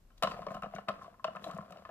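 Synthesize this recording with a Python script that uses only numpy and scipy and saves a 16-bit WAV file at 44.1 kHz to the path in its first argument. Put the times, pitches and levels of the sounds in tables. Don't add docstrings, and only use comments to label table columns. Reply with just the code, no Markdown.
import sys
import numpy as np
from scipy import signal
from scipy.io import wavfile
from scipy.ndimage import map_coordinates

SR = 44100
rng = np.random.default_rng(int(sys.argv[2]) if len(sys.argv) > 2 else 0)


def master_out(mix):
    frames = np.transpose(np.atleast_2d(mix))
    ceiling = np.clip(frames, -1, 1)
    pcm = np.round(ceiling * 32767).astype(np.int16)
    wavfile.write(sys.argv[1], SR, pcm)


def gain_from_db(level_db):
    decades = np.asarray(level_db, float) / 20
    return 10 ** decades


N = 83790

# pitch in Hz, level in dB, t60 in seconds.
TABLE = [(171.2, -2.5, 0.087), (199.3, -5, 0.23), (350, -14.5, 0.035)]
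# pitch in Hz, level in dB, t60 in seconds.
DRUM = [(558, -8.5, 0.038), (638.4, -7, 0.054), (681.5, -4.5, 0.029), (716.7, -10.5, 0.048)]
# pitch in Hz, level in dB, t60 in seconds.
UPPER = [(1061.3, 2.5, 0.049), (1226.6, 1.5, 0.027), (1304, -0.5, 0.033), (1502, -18.5, 0.046),
         (1723, -7.5, 0.026)]
# pitch in Hz, level in dB, t60 in seconds.
RIM = [(1930, -2, .025), (2250, -6, .015), (2590, 1, .018), (2890, -2, .022), (3120, -5, .02),
       (3800, -3, .013), (4400, -6, .013), (5120, -8, .015)]
TABLE_BAND_HZ, SHELL_BAND_HZ, RIM_BAND_HZ = [107.4, 630], [503, 3700], [2350, 6200]


def rms_one(x):
    return x / np.sqrt(np.mean(x ** 2) + 1e-20)


def at_hz(points, hz):
    table_hz, value = np.transpose(points)
    return np.interp(np.log(hz), np.log(table_hz), value)


def over_time(points):
    return gain_from_db(np.interp(np.arange(N) / SR, *np.transpose(points)))


def band(x, edges_hz, order=2):
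    return signal.sosfilt(signal.butter(order, edges_hz, "band", fs=SR, output="sos"), x)


def clicks_at(s, size):
    return np.bincount((s * SR).astype(int), size, N)


def ring(clicks, hz, t60):
    radius, w = gain_from_db(-60 / (t60 * SR)), 2 * np.pi * hz / SR
    return signal.lfilter([0, np.sin(w)], [1, -2 * radius * np.cos(w), radius * radius], clicks + 1e-18)


def struck(modes, s, db):
    spread_db = 3.0
    out, luck = 0, rng.standard_normal((len(s), len(modes), 2))
    for k, (hz, level_db, t60) in enumerate(modes):
        strength = gain_from_db(db + level_db + spread_db * luck[:, k, 0])
        out = out + ring(clicks_at(s, strength * np.sign(luck[:, k, 1])), hz, t60)
    return out


def burst(s, db, t60, noise):
    return signal.lfilter([1], [1, -gain_from_db(-60 / (t60 * SR))], clicks_at(s, gain_from_db(db))) * noise


def air():
    # frequency in Hz, level in dB.
    floor = [(35, -43), (60, -21), (77, -8.5), (167, -24.5), (206, -19), (278, -25), (999, -34.5),
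             (2530, -41), (15500, -46.5)]
    # frequency in Hz, likeness from 0 to 1.
    likeness = [(60, 0.97), (240, 0.9), (950, 0.2), (3770, 0.06), (15000, -0.01)]
    out, edges = 0, 22 * 2 ** np.arange(0, 9.6, .5)
    white = rng.standard_normal((2, 2, N + SR // 2))
    for k, (low, high) in enumerate(zip(edges, edges[1:])):
        mid, side = band(white[k % 2], [low, high])[:, -N:]
        hz = np.sqrt(low * high)
        alike = np.clip(at_hz(likeness, hz), 0, 1)
        ports = np.sqrt(1 + alike) * mid + np.sqrt(1 - alike) * side * [[1], [-1]]
        out = out + gain_from_db(at_hz(floor, hz)) * ports
    return gain_from_db(-68) * rms_one(out)


def rumble():
    # time in seconds, level in dB.
    handling = [(.5, -62), (1.1, -78), (1.9, -75)]
    noise = band(rng.standard_normal(N + SR), [22, 44])[SR:]
    return over_time(handling) * rms_one(noise)


def nuts():
    # time in seconds, level in dB.
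    shaking = [(0,-89),(0.216,-77),(0.259,-53),(.43,-56.5),(.46,-60.5),(.58,-58.5),(.61,-70),(0.796,-57),(0.872,-82),(.92,-58),(1.059,-63.5),(1.199,-78),(1.3,-61.5),(1.42,-61.5),(1.5,-55),(1.67,-64.5)]
    hits_per_s, spread_db = 700, 3.0
    s = np.flatnonzero(rng.random(N) < hits_per_s / SR) / SR
    db = spread_db * np.minimum(rng.exponential(1, N), 3)[:len(s)]
    body = 0
    for modes, part_db, edges_hz in [(TABLE, -0.5, TABLE_BAND_HZ), (DRUM, 2.5, SHELL_BAND_HZ),
                                     (UPPER, 0, SHELL_BAND_HZ), (RIM, -13, RIM_BAND_HZ)]:
        damped = np.array(modes) * [1, 1, 0.24]
        body = body + gain_from_db(part_db) * rms_one(band(struck(damped, s, db), edges_hz))
    grit = rms_one(burst(s, db, 0.087, rng.standard_normal(N)))
    rub = gain_from_db(-6) * band(grit, [1500, 5000], order=1)
    return over_time(shaking) * (body + rub)


def pings():
    # time in seconds, peak in dB, pitch in Hz, t60 in seconds.
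    rim_pings = [(0.1187, -67, 3030, 0.018), (0.2335, -31.5, 3990, 0.026), (0.241, -40, 2930, 0.055),
                 (0.2725, -56, 2980, 0.019), (0.8842, -38, 2730, 0.022), (0.313, -54.5, 4565, 0.18),
                 (0.4674, -51, 2420, .02), (0.485, -46, 2260, 0.032), (0.5457, -49, 2880, 0.022),
                 (0.567, -54, 2900, 0.022), (0.6235, -50.5, 2740, 0.04), (0.634, -41, 2480, 0.042),
                 (0.648, -55.5, 2880, 0.048), (0.7363, -54, 2100, .015), (0.748, -54.5, 2780, 0.041),
                 (0.75, -51, 6180, .04), (0.7612, -46.5, 2250, 0.058), (0.762, -56.5, 3840, .025),
                 (0.7845, -53, 2830, 0.033), (1.2431, -35, 2650, 0.017), (1.2445, -48, 3660, 0.017),
                 (1.2765, -45, 2880, 0.032), (1.3673, -47, 2634, 0.018), (1.4412, -38, 3350, 0.027),
                 (1.4425, -38.5, 3960, 0.014), (1.5659, -52.5, 2530, 0.028)]
    # time in seconds, peak in
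    # dB, pitch in Hz, t60 in seconds.
    shell_taps = [(0.104, -57.5, 1510, 0.022), (0.2765, -35, 1320, 0.035), (0.467, -26, 1100, 0.021),
                  (0.468, -28.5, 450, 0.074), (0.2238, -25, 1365, 0.023), (0.8846, -27, 1223, 0.041),
                  (0.8855, -24.5, 644, 0.07), (1.2445, -29, 1352, 0.047), (0.636, -36, 664, 0.046),
                  (0.651, -42, 1170, 0.038), (0.763, -36.5, 1460, 0.081), (0.7845, -35.5, 1324, 0.037),
                  (0.7845, -31.5, 726, 0.031), (1.048, -52, 1137, 0.11), (1.143, -58, 1110, 0.023),
                  (1.196, -47, 1073, .02), (1.244, -31, 632, 0.13), (1.2503, -25.5, 650, 0.062),
                  (1.441, -40, 515, 0.062), (1.503, -40, 1140, 0.036), (1.5855, -36, 1114, 0.031),
                  (1.759, -54, 690, 0.021), (1.851, -39, 1213, 0.029)]
    echo_s, echo = 0.001036, 0.56
    out = 0
    for s, db, hz, t60 in [*rim_pings, *shell_taps]:
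        touches = clicks_at(np.array([s, s + echo_s]), gain_from_db(db) * np.array([1, echo]))
        out = out + ring(touches, hz, t60)
    return band(out, [SHELL_BAND_HZ[0], 9000])


def knocks():
    # time in seconds, peak in dB, upper shell in
    # dB, crack in dB.
    contacts = [(0.105, -56, -4.5, -15), (0.225, -17.5, -3.5, -11.5), (0.233, -19.5, -1, -7),
                (0.24, -17.5, -7.5, -30), (0.246, -11.5, -16, -26), (0.272, -24.5, -2.5, -11),
                (0.282, -30, -19, -20), (0.312, -30, -5.5, -13), (0.318, -25, -10.5, -21),
                (0.342, -31, -5, -36), (0.372, -32, -35, -36), (0.392, -26.5, -26, -49),
                (0.419, -35, -5.5, -17), (0.467, -18.5, -12.5, -27), (0.484, -26, -18, -30),
                (0.506, -32, -5.5, -30), (0.516, -26, -14.5, -31), (0.542, -27.5, -11, -27),
                (0.55, -33.5, -4.5, -16), (0.568, -28.5, -9, -40), (0.6225, -28.5, -4.5, -25),
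                (0.633, -24, -9, -21.5), (0.642, -25, -12, -32), (0.659, -28, -10, -28),
                (0.7358, -26, -22.5, -44), (0.761, -35, -10, -17), (0.786, -31, -2.5, -29),
                   (0.8755, -38, -4.5, -35), (0.8845, -26, -20, -10), (0.8885, -21, -4.5, -16.5),
                   (0.893, -26.5, -13, -27), (0.901, -19, -12.5, -55), (1.015, -39.5, 1, -43),
                   (1.044, -54, 10, -5), (1.08, -33.5, -30, -46), (1.142, -50, -2, -30),
                   (1.197, -53.5, 4, -25), (1.243, -28, 0, -6.5), (1.247, -31.5, -3.5, -11.5),
                   (1.251, -25, -8.5, -50), (1.2766, -38, 3, -16), (1.281, -20, -16.5, -37),
                   (1.35, -32, -3.5, -24.5), (1.36, -37, -0.5, -31), (1.367, -35, 1, -17),
                (1.442, -31, -10, -11.5), (1.465, -26, -23, -30), (1.474, -31.5, -13.5, -28),
                  (1.486, -30, -17, -29), (1.499, -37, -5.5, -40), (1.511, -38, -0.5, -8),
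                  (1.538, -42.5, -5, -32), (1.567, -29, -15.5, -32), (1.585, -24, -15, -49),
                  (1.607, -39, -3, -30), (1.624, -34, -17, -34), (1.68, -39, -26, -32),
                  (1.705, -34, -15, -27), (1.723, -35.5, -7, -13.5), (1.759, -38.5, -13, -38),
                  (1.771, -34, -22, -20.5), (1.784, -39, -13, -19), (1.852, -43, 6, -10.5),
                  (1.891, -29, -11.5, -30)]
    chatter_s, chatter_loss_db = 0.001721, 1
    rows = np.repeat(np.array(contacts), 3, axis=0)
    s, db, upper_db, crack_db = rows.T
    touch = np.arange(len(s)) % 3
    s = s + chatter_s * touch * (1 + (rng.random(len(s)) - .5) / 2)
    db = db - chatter_loss_db * touch
    shell = struck(DRUM, s, db - 10) + struck(UPPER, s, db + upper_db - 10)
    first_s, crack_db = s[::3], (db + crack_db)[::3]
    rim = band(struck(RIM, first_s, crack_db - 3.5), RIM_BAND_HZ)
    crack = burst(first_s, crack_db - 2, .035, rng.standard_normal(N))
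    buzz = gain_from_db(-31) * sum(gain_from_db(level_db) * ring(crack, hz, t60) for hz, level_db, t60 in RIM)
    return band(shell, SHELL_BAND_HZ) + rim + band(buzz, RIM_BAND_HZ) + band(crack, [1500, 5700])


def scrapes():
    # start in seconds, length in seconds, level in dB, top frequency in Hz.
    strokes = [(0.167, 0.039, -59.5, 6240), (0.25, 0.12, -58, 5800), (0.49, 0.061, -62.5, 7000),
               (0.735, 0.047, -57, 6500), (0.9, 0.051, -75, 3970), (0.999, 0.081, -65, 6200),
               (1.407, 0.11, -64, 8900)]
    edge_s = 0.027
    t, out = np.arange(N) / SR, 0
    lumps = rng.exponential(1, N // 64 + 1).repeat(64)[:N]
    grit = rng.standard_normal(N) * lumps + rng.standard_normal((2, N))
    for s, length, db, top_hz in strokes:
        swell = np.clip(np.minimum(t - s, (s + length - t) / 2) / edge_s, 0, 1)
        rough = band(gain_from_db(db) * swell * grit, [1800, top_hz], order=1)
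        out = out + band(rough, [900, 2 * top_hz], order=1)
    return out


def snaps():
    # time in seconds, peak in dB.
    ticks = [(0.2248, -38), (0.2348, -36), (0.518, -59), (0.545, -52.5), (0.6211, -56), (0.752, -64),
             (1.359, -59), (1.443, -50.5), (1.5122, -55), (1.548, -58), (1.5765, -56), (1.7074, -57),
             (1.7227, -58.5)]
    s, db = np.transpose(ticks)
    shared, left, right = rng.standard_normal((3, N))
    noise = shared / 2 + np.array([left, right])
    return band(burst(s, db + 3.5, 0.023, noise), [4500, 10000], order=1)


def stand():
    # time in seconds, peak in dB.
    thuds = [(0.235, -31.5), (0.288, -42), (0.337, -45.5), (0.4, -40.5), (0.473, -37), (0.508, -39.5),
             (0.551, -38.5), (0.632, -44), (0.666, -42), (0.748, -37.5), (0.761, -51.5), (0.779, -49),
             (0.883, -45), (0.892, -34), (1.246, -47.5), (1.279, -48), (1.353, -45), (1.48, -40.5),
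             (1.538, -35), (1.59, -38.5), (1.712, -43)]
    s, db = np.transpose(thuds)
    return band(struck(TABLE, s, db - 2.5), TABLE_BAND_HZ, order=3)


def creaks():
    # start in seconds, length in seconds, level in dB, first and last slips per second.
    slips = [(1.453, 0.0473, -50, 355, 270)]
    t, out = np.arange(N) / SR, 0
    for s, length, db, first_hz, last_hz in slips:
        part = np.clip((t - s) / length, 0, 1)
        turn = 2 * np.pi * length * (first_hz * part + (last_hz - first_hz) * part ** 2 / 2)
        tone = np.sin(turn) + gain_from_db(7) * np.sin(2 * turn) + gain_from_db(-7) * np.sin(3 * turn)
        out = out + gain_from_db(db) * np.sin(np.pi * part) * tone
    return out


def room(x):
    t60_s, wall_cut_hz = 0.34, 5100
    out, dull = np.zeros((2, N)), np.exp(-2 * np.pi * wall_cut_hz / SR)
    for k, lag in enumerate((rng.uniform(.008, .03, 12) * SR).astype(int)):
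        loop, gain, state = x.copy(), gain_from_db(-60 * lag / SR / t60_s), [0.]
        for i in range(lag, N, lag):
            back, state = signal.lfilter([gain * (1 - dull)], [1, -dull], loop[i - lag:i], zi=state)
            loop[i:i + lag] += back[:N - i]
        out[k % 2] += (loop - x) * (-1) ** (k // 2)
    return out


def scene():
    left_db, right_lag_s, right_shade = 1.5, .00009, .28
    toy = knocks() + nuts() + stand() + snaps() + scrapes() + pings() + creaks()
    toy = toy - .68 * band(toy, [770, 960], order=1)
    late = map_coordinates(toy[1], [np.arange(N) - right_lag_s * SR], order=3)
    late = late - right_shade * band(late, [2400, 16000], order=1)
    near = (np.array([toy[0], late]) + rumble()) * gain_from_db([[left_db], [-left_db]])
    walls = room(band(toy[0], [830, 15000], order=1))
    return near + gain_from_db(-16.5) * walls + air()


def top_cut(x):
    return signal.sosfilt(signal.butter(12, 16430, fs=SR, output="sos"), x)


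def record(dry):
    dipped = dry - .4 * band(dry, [8600, 10600], order=1)
    cut = signal.sosfilt(signal.cheby2(12, 60, 16200, fs=SR, output="sos"), dipped)
    return top_cut(cut)


dry = scene()
out = record(dry)
master_out(out)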